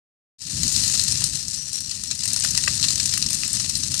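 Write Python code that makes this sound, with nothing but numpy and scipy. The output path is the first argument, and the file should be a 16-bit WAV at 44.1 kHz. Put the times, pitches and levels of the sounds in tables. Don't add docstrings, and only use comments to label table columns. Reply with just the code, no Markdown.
import sys
import numpy as np
from scipy import signal
from scipy.fft import rfft, irfft
from scipy.io import wavfile

SR = 44100
rng = np.random.default_rng(int(sys.argv[2]) if len(sys.argv) > 2 else 0)


def wrap_up_sound(samples):
    columns = np.atleast_2d(samples).T
    tamed = np.clip(columns, -1, 1)
    steps = np.round(tamed * 32767).astype(np.int16)
    wavfile.write(sys.argv[1], SR, steps)


N = 176400

# time in seconds, crackle level in dB, sizzle level in dB.
FIRE_STRENGTH = [(0.44, -28, -34), (0.55, -25.5, -25), (0.65, -26, -20), (0.83, -19, -19),
                 (1.15, -21, -21.5), (1.3, -25, -24), (1.5, -27.5, -30), (1.75, -24.5, -33.5),
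                 (1.9, -30.5, -31), (2.11, -25.5, -29), (2.18, -26.5, -30), (2.27, -21.5, -29),
                 (2.55, -22, -22.5), (2.9, -21, -24.5), (3.2, -23, -25.5), (3.6, -24, -24), (4.0, -27, -25)]
# frequency in Hz, relative level in dB.
CRACKLE_EQ = [(250, -46), (420, -24.5), (466, -36.5), (566, -21.5), (688, -21.5), (799, -31), (901, -22),
              (1050, -24), (1250, -18.5), (1480, -22), (1850, -13.5), (2140, -18.5), (2720, -10.5),
              (3360, -12.5), (4270, 0.5), (4670, -2.5), (5100, 1), (6780, -1), (8490, -1), (9560, -7),
              (13100, -25.5), (14100, -32), (15000, -59)]


def crackles(count=1600, per_second=230, range_db=9, usual_decay_s=0.0019):
    out = np.zeros((2, N))
    gap, strength, *traits = rng.random((count, 5)).T
    body, bright, length = 2 * np.array(traits) - 1
    times = np.cumsum(-np.log(1 - gap)) / per_second
    bursts = wood_bursts(body_db=3.5 * body, bright_db=2.5 * bright,
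                         decay_s=usual_decay_s * 2 ** length, rise_share=1.12)
    for start, db, burst in zip(times[times < N / SR], range_db * strength ** 2, bursts):
        add(out, start, amp(db) * burst)
    return amp(-2) * unit(out) * automation(FIRE_STRENGTH)


def snaps(usual_body_db=-16.5):
    # start in seconds, level in dB, woody body in dB, brightness in dB, decay in seconds.
    twig_breaks = [(0.6324, -9.5, -17, 1.5, 0.0026), (0.6781, -8.5, -37, -3, 0.0025),
                   (0.7245, -11, -32, 2, 0.003), (0.762, -7.5, -32, -7, 0.0024),
                   (0.8337, -13.5, -15, -2, 0.0069), (0.934, -13.5, -24.5, -17, 0.0041),
                   (0.9948, -6, -25, -9, 0.0023), (1.0353, -11, -33, 1, 0.0041),
                   (1.112, -11, -47, -3, 0.0021), (1.1735, -10, -22, -1, 0.0018),
                   (1.2192, -18.5, -6.5, -3, 0.0026), (1.2393, -5, -17, 7, 0.0026),
                   (1.3549, -11.5, -29, -11, 0.0014), (1.4821, -12, -37, 4, 0.0017),
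                   (1.5098, -19.5, -35, 8, 0.0025), (1.539, -16, -41, -6, 0.0054),
                   (1.7303, -20.5, -28, 4, 0.0047), (1.8048, -17.5, -34, 28, 0.0017),
                   (1.8907, -22, -23, -2, 0.0086), (1.9085, -18, -18, -8, 0.0078),
                   (2.0351, -16, -14, 5, 0.0032), (2.1092, -14, -15, -4.5, 0.0062),
                   (2.2311, -15, -22.5, -3, 0.01), (2.2525, -15, -9, 9, 0.0059),
                   (2.2744, -14, -11, 10, 0.0075), (2.303, -16.5, -15.5, -1, 0.0027),
                   (2.3313, -9.5, -16, 19, 0.0029), (2.362, -8.5, -18, 1, 0.0012),
                   (2.3992, -12, -30, 9, 0.0011), (2.4206, -15.5, -27, -5, 0.003),
                   (2.431, -17.5, -8, 4, 0.016), (2.446, -10, -21, -5, 0.0035),
                   (2.469, -24, -25, 19, 0.0025), (2.5052, -11, -26, 6, 0.0046),
                   (2.5475, -12, -17, 0, 0.0049), (2.5749, -7, -3, 3, 0.0027), (2.6363, -13, -8, 0, 0.003),
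                   (2.6775, -11.5, 1, -2, 0.0046), (2.796, -11.5, -24, -16, 0.0029),
                   (2.8279, -4, -35, -25, 0.0016), (2.8404, -10.5, -8.5, -4, 0.0023),
                   (2.847, -11, -14, -9, 0.0037), (2.8823, -9, -25, -4, 0.0042),
                   (2.9054, -8, -24, -6, 0.0018), (2.921, -18.5, -9, 2, 0.007),
                   (2.9551, -11, -18, 2, 0.0039), (2.9969, -10, -14.5, -6.5, 0.0044),
                   (3.056, -11.5, -27, -3.5, 0.0064), (3.092, -10.5, -28, -12, 0.0018),
                   (3.1246, -15, -21, -16, 0.0028), (3.1348, -13, -13.5, 0.5, 0.0069),
                   (3.1752, -11.5, -11, 6, 0.004), (3.225, -6, -24, -14, 0.0017),
                   (3.261, -13, -12, -0.5, 0.0037), (3.3043, -12.5, -7, 11, 0.0027),
                   (3.329, -12.5, -12, 13, 0.0041), (3.344, -14.5, -19, 10, 0.0062),
                   (3.4338, -13.5, -8, -9, 0.0015), (3.4475, -19, -15, 6, 0.0036),
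                   (3.476, -15.5, -24, 12, 0.0037), (3.529, -13.5, -24, 20, 0.0036),
                   (3.5477, -16.5, -17, -1, 0.0059), (3.568, -15.5, -12, 1, 0.0041),
                   (3.596, -14.5, -7.5, 1, 0.0078), (3.6448, -16, -12, -16, 0.0025),
                   (3.692, -14.5, -18, 4, 0.0065), (3.7519, -9, -34, -9, 0.0037),
                   (3.773, -18, -26, 17, 0.0033), (3.8311, -14, -21, -7, 0.0066),
                   (3.917, -14, -17, 3, 0.0041), (3.941, -9, -6, 5, 0.0022), (3.9777, -11, -38, 2, 0.002),
                   (3.993, -9, -43, -2, 0.0025)]
    out = np.zeros((2, N))
    times, levels, body_db, bright_db, decay_s = np.transpose(twig_breaks)
    bursts = wood_bursts(body_db - usual_body_db, bright_db, decay_s, rise_share=0.46)
    for start, db, burst in zip(times, levels, bursts):
        add(out, start, amp(db + 0.5) * burst)
    return out


def wood_bursts(body_db, bright_db, decay_s, rise_share, size=3072):
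    body_low_hz, body_high_hz, bright_hz, ripple_db = 400, 3200, 6600, 3
    tail_db, tail_s = -17, 0.028
    t, hz = np.arange(size) / SR, np.fft.rfftfreq(size, 1 / SR)
    ripple_hz = np.geomspace(500, 16000, 24)
    body_band = 1 / (1 + (hz / body_high_hz) ** 6) * hz / (hz + body_low_hz)
    tilt = np.clip(np.log2((hz + 1) / bright_hz), -.5, .5)
    eq_power = amp(read_curve(CRACKLE_EQ, hz)) ** 2
    for body, bright, decay in zip(body_db, bright_db, decay_s):
        resonances = np.interp(hz, ripple_hz, rng.standard_normal(len(ripple_hz)))
        timbre = amp(ripple_db * resonances + bright * tilt)
        timbre /= np.sqrt(np.average(timbre ** 2, weights=eq_power))
        white = rng.choice([-1., 1.], (2, size))
        noise = irfft(rfft(white) * timbre * amp(body * body_band))
        rise_s = rise_share * decay
        attack = np.minimum(t / rise_s, 1) ** 2
        age = np.maximum(t - rise_s, 0)
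        release = np.hypot(np.exp(-age / decay), amp(tail_db) * np.exp(-age / tail_s))
        yield noise * attack * release


def pops(rise_s=0.00049, rattle_s=0.0032, ring_s=0.0079, usual_ring_hz=2685, size=2048):
    # start in seconds, relative level in dB, pitch as a ratio to the usual.
    steam_pockets = [(2.363, -23.5, 0.58), (2.447, -12.5, 0.776), (2.6764, -5, 1.0), (3.175, -13, 1.05)]
    # frequency in Hz, relative level in dB.
    hollow_eq = [(200, -27), (600, -23), (880, -21), (1150, -3), (1550, -3), (1900, 5.5), (2250, -3),
                 (2640, 4), (3100, -12), (6000, -13), (14000, -44)]
    out, t = np.zeros((2, N)), np.arange(size) / SR
    for start, db, pitch in steam_pockets:
        attack = np.minimum(t / rise_s, 1)
        crack = attack * np.exp(-t / rattle_s) * rng.choice([-1., 1.], (2, size))
        crack[:, 0] += amp(15.5)
        hz = usual_ring_hz * pitch
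        ring = attack * np.exp(-t / ring_s) * np.sin(2 * np.pi * hz * t)
        add(out, start, amp(db - 8) * eq_and_pan(crack, np.array(hollow_eq) * [pitch, 1]))
        add(out, start, amp(db - 24) * pan(np.array([hz])) * ring)
    return out


def sizzle(ticks_per_s=7000, flurry_db=1.5):
    tick_db = -np.minimum(rng.exponential(1, N), 4)
    triggers = rng.random(N) < ticks_per_s / SR
    ticks = amp(tick_db) * triggers * rng.standard_normal((2, N))
    flurries = amp(flurry_db * drift(hz=87.5))
    return amp(-1.5) * unit(ticks * flurries) * automation(FIRE_STRENGTH, column=2)


def whistles(waver_depth=0.0062, hiss=0.55, flutter_db=0.5, ramp_s=0.008, fade_db=-12):
    # start in seconds, length in seconds, opening pitch in Hz, glide in Hz per second,
    # relative level in dB.
    steam_jets = [(0.66, 0.56, 6720, 206, -32), (0.697, 0.4, 13100, -1900, -50),
                  (1.57, 0.15, 5830, -650, -32), (1.732, 0.17, 5765, -550, -31.5),
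                  (2.068, 0.097, 5580, -1100, -33), (3.77, 0.08, 10500, 5000, -39)]
    out = np.zeros((2, N))
    waver = 1 + waver_depth * drift(hz=250)
    turbulence = drift(hz=220) + 1j * drift(hz=220)
    jet = (1 + hiss * turbulence) * amp(flutter_db * drift(hz=50))
    for start, length, hz, glide, db in steam_jets:
        t = np.arange(0, length, 1 / SR)
        span = round(start * SR) + np.arange(len(t))
        pitch_hz = (hz + glide * t) * waver[span]
        tone = np.exp(2j * np.pi * np.cumsum(pitch_hz) / SR)
        gate = np.minimum(np.minimum(t, length - t) / ramp_s, 1)
        envelope = gate * amp(db + fade_db * t / length)
        add(out, start, 2 * pan(np.array([hz])) * envelope * (jet[span] * tone).real)
    return out


def rumble(buffet_db=1.5):
    # time in seconds, level in dB.
    gusts = [(0.41, -50), (0.54, -36), (0.66, -28), (0.7, -38.5), (0.81, -35.5), (0.95, -39.5),
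             (1.22, -34.5), (1.3, -40), (1.6, -48), (1.89, -46.5), (2.7, -37.5), (3.22, -39), (3.27, -32),
             (3.29, -40.5), (3.92, -37), (4.0, -40)]
    # frequency in Hz, relative level in dB.
    rumble_eq = [(12, -51), (22, -15), (70, 0), (139, 1), (170, -1.5), (278, -10.5), (363, -18), (393, -25),
                 (480, -29), (620, -33), (1060, -120)]
    # frequency in Hz, left-right correlation (1 is mono).
    correlation = [(60, 1), (200, 0.94), (400, 0.35), (700, .1)]
    hz = np.fft.rfftfreq(N, 1 / SR)
    left, independent = rfft(rng.standard_normal((2, N)))
    shared = np.clip(read_curve(correlation, hz), -1, 1)
    right = shared * left + np.sqrt(1 - shared ** 2) * independent
    air = irfft(np.array([left, right]) * pan(hz) * amp(read_curve(rumble_eq, hz)), N)
    buffeting = amp(buffet_db * drift(hz=22))
    return unit(air * buffeting) * automation(gusts)


def pan(hz):
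    # frequency in Hz, left minus right in dB.
    left_lean = [(60, 4), (250, 1), (450, 5.5), (610, 13), (810, 7), (1080, -2), (1440, 12), (1920, 15),
                 (2570, 12.5), (3430, 9), (4570, 36.5), (6110, 27), (8150, 26), (10900, 20), (14500, 20)]
    right = amp(-read_curve(left_lean, hz))
    return np.array([np.ones_like(right), right]) / np.sqrt(1 + right ** 2)


def eq_and_pan(x, eq, size=4096):
    hz = np.fft.rfftfreq(size, 1 / SR)
    log_gain = np.log(unit(amp(read_curve(eq, hz))) * pan(hz) + 1e-5)
    mirrored = np.concatenate([log_gain, log_gain[:, -2:0:-1]], axis=1)
    response = np.exp(np.conj(signal.hilbert(mirrored)))
    taps = np.fft.ifft(response).real
    return signal.oaconvolve(x, taps[:, :size // 2], axes=1)[:, :N]


def amp(db):
    return 10 ** (np.asarray(db) / 20)


def unit(x):
    return x / np.sqrt(np.mean(x ** 2) + 1e-20)


def read_curve(points, hz):
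    point_hz, values = np.transpose(points)
    return np.interp(np.log(hz + 1), np.log(point_hz + 1), values)


def automation(table, column=1):
    rows = np.array(table)
    return amp(np.interp(np.arange(N) / SR, rows[:, 0], rows[:, column]))


def add(mix, start_s, sound):
    part = mix[:, max(round(start_s * SR), 0):][:, :sound.shape[1]]
    part += sound[:, :part.shape[1]]


def drift(hz):
    lowpass = np.exp(-(np.fft.rfftfreq(N, 1 / SR) / hz) ** 2)
    return unit(irfft(rfft(rng.standard_normal(N)) * lowpass, N))


def scene():
    return rumble() + whistles() + pops() + eq_and_pan(sizzle() + snaps() + crackles(), CRACKLE_EQ)


def record(dry, silence_s=0.384, fade_s=0.061, ceiling=0.9, cutoff_hz=15300):
    fade = np.clip((np.arange(N) / SR - silence_s) / fade_s, 0, 1)
    clipped = np.clip(dry * fade, -ceiling, ceiling)
    lowpass = signal.firwin(255, cutoff_hz, window=("kaiser", 8), fs=SR)
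    return signal.oaconvolve(clipped, lowpass[None], "same")


dry = scene()
out = record(dry)
wrap_up_sound(out)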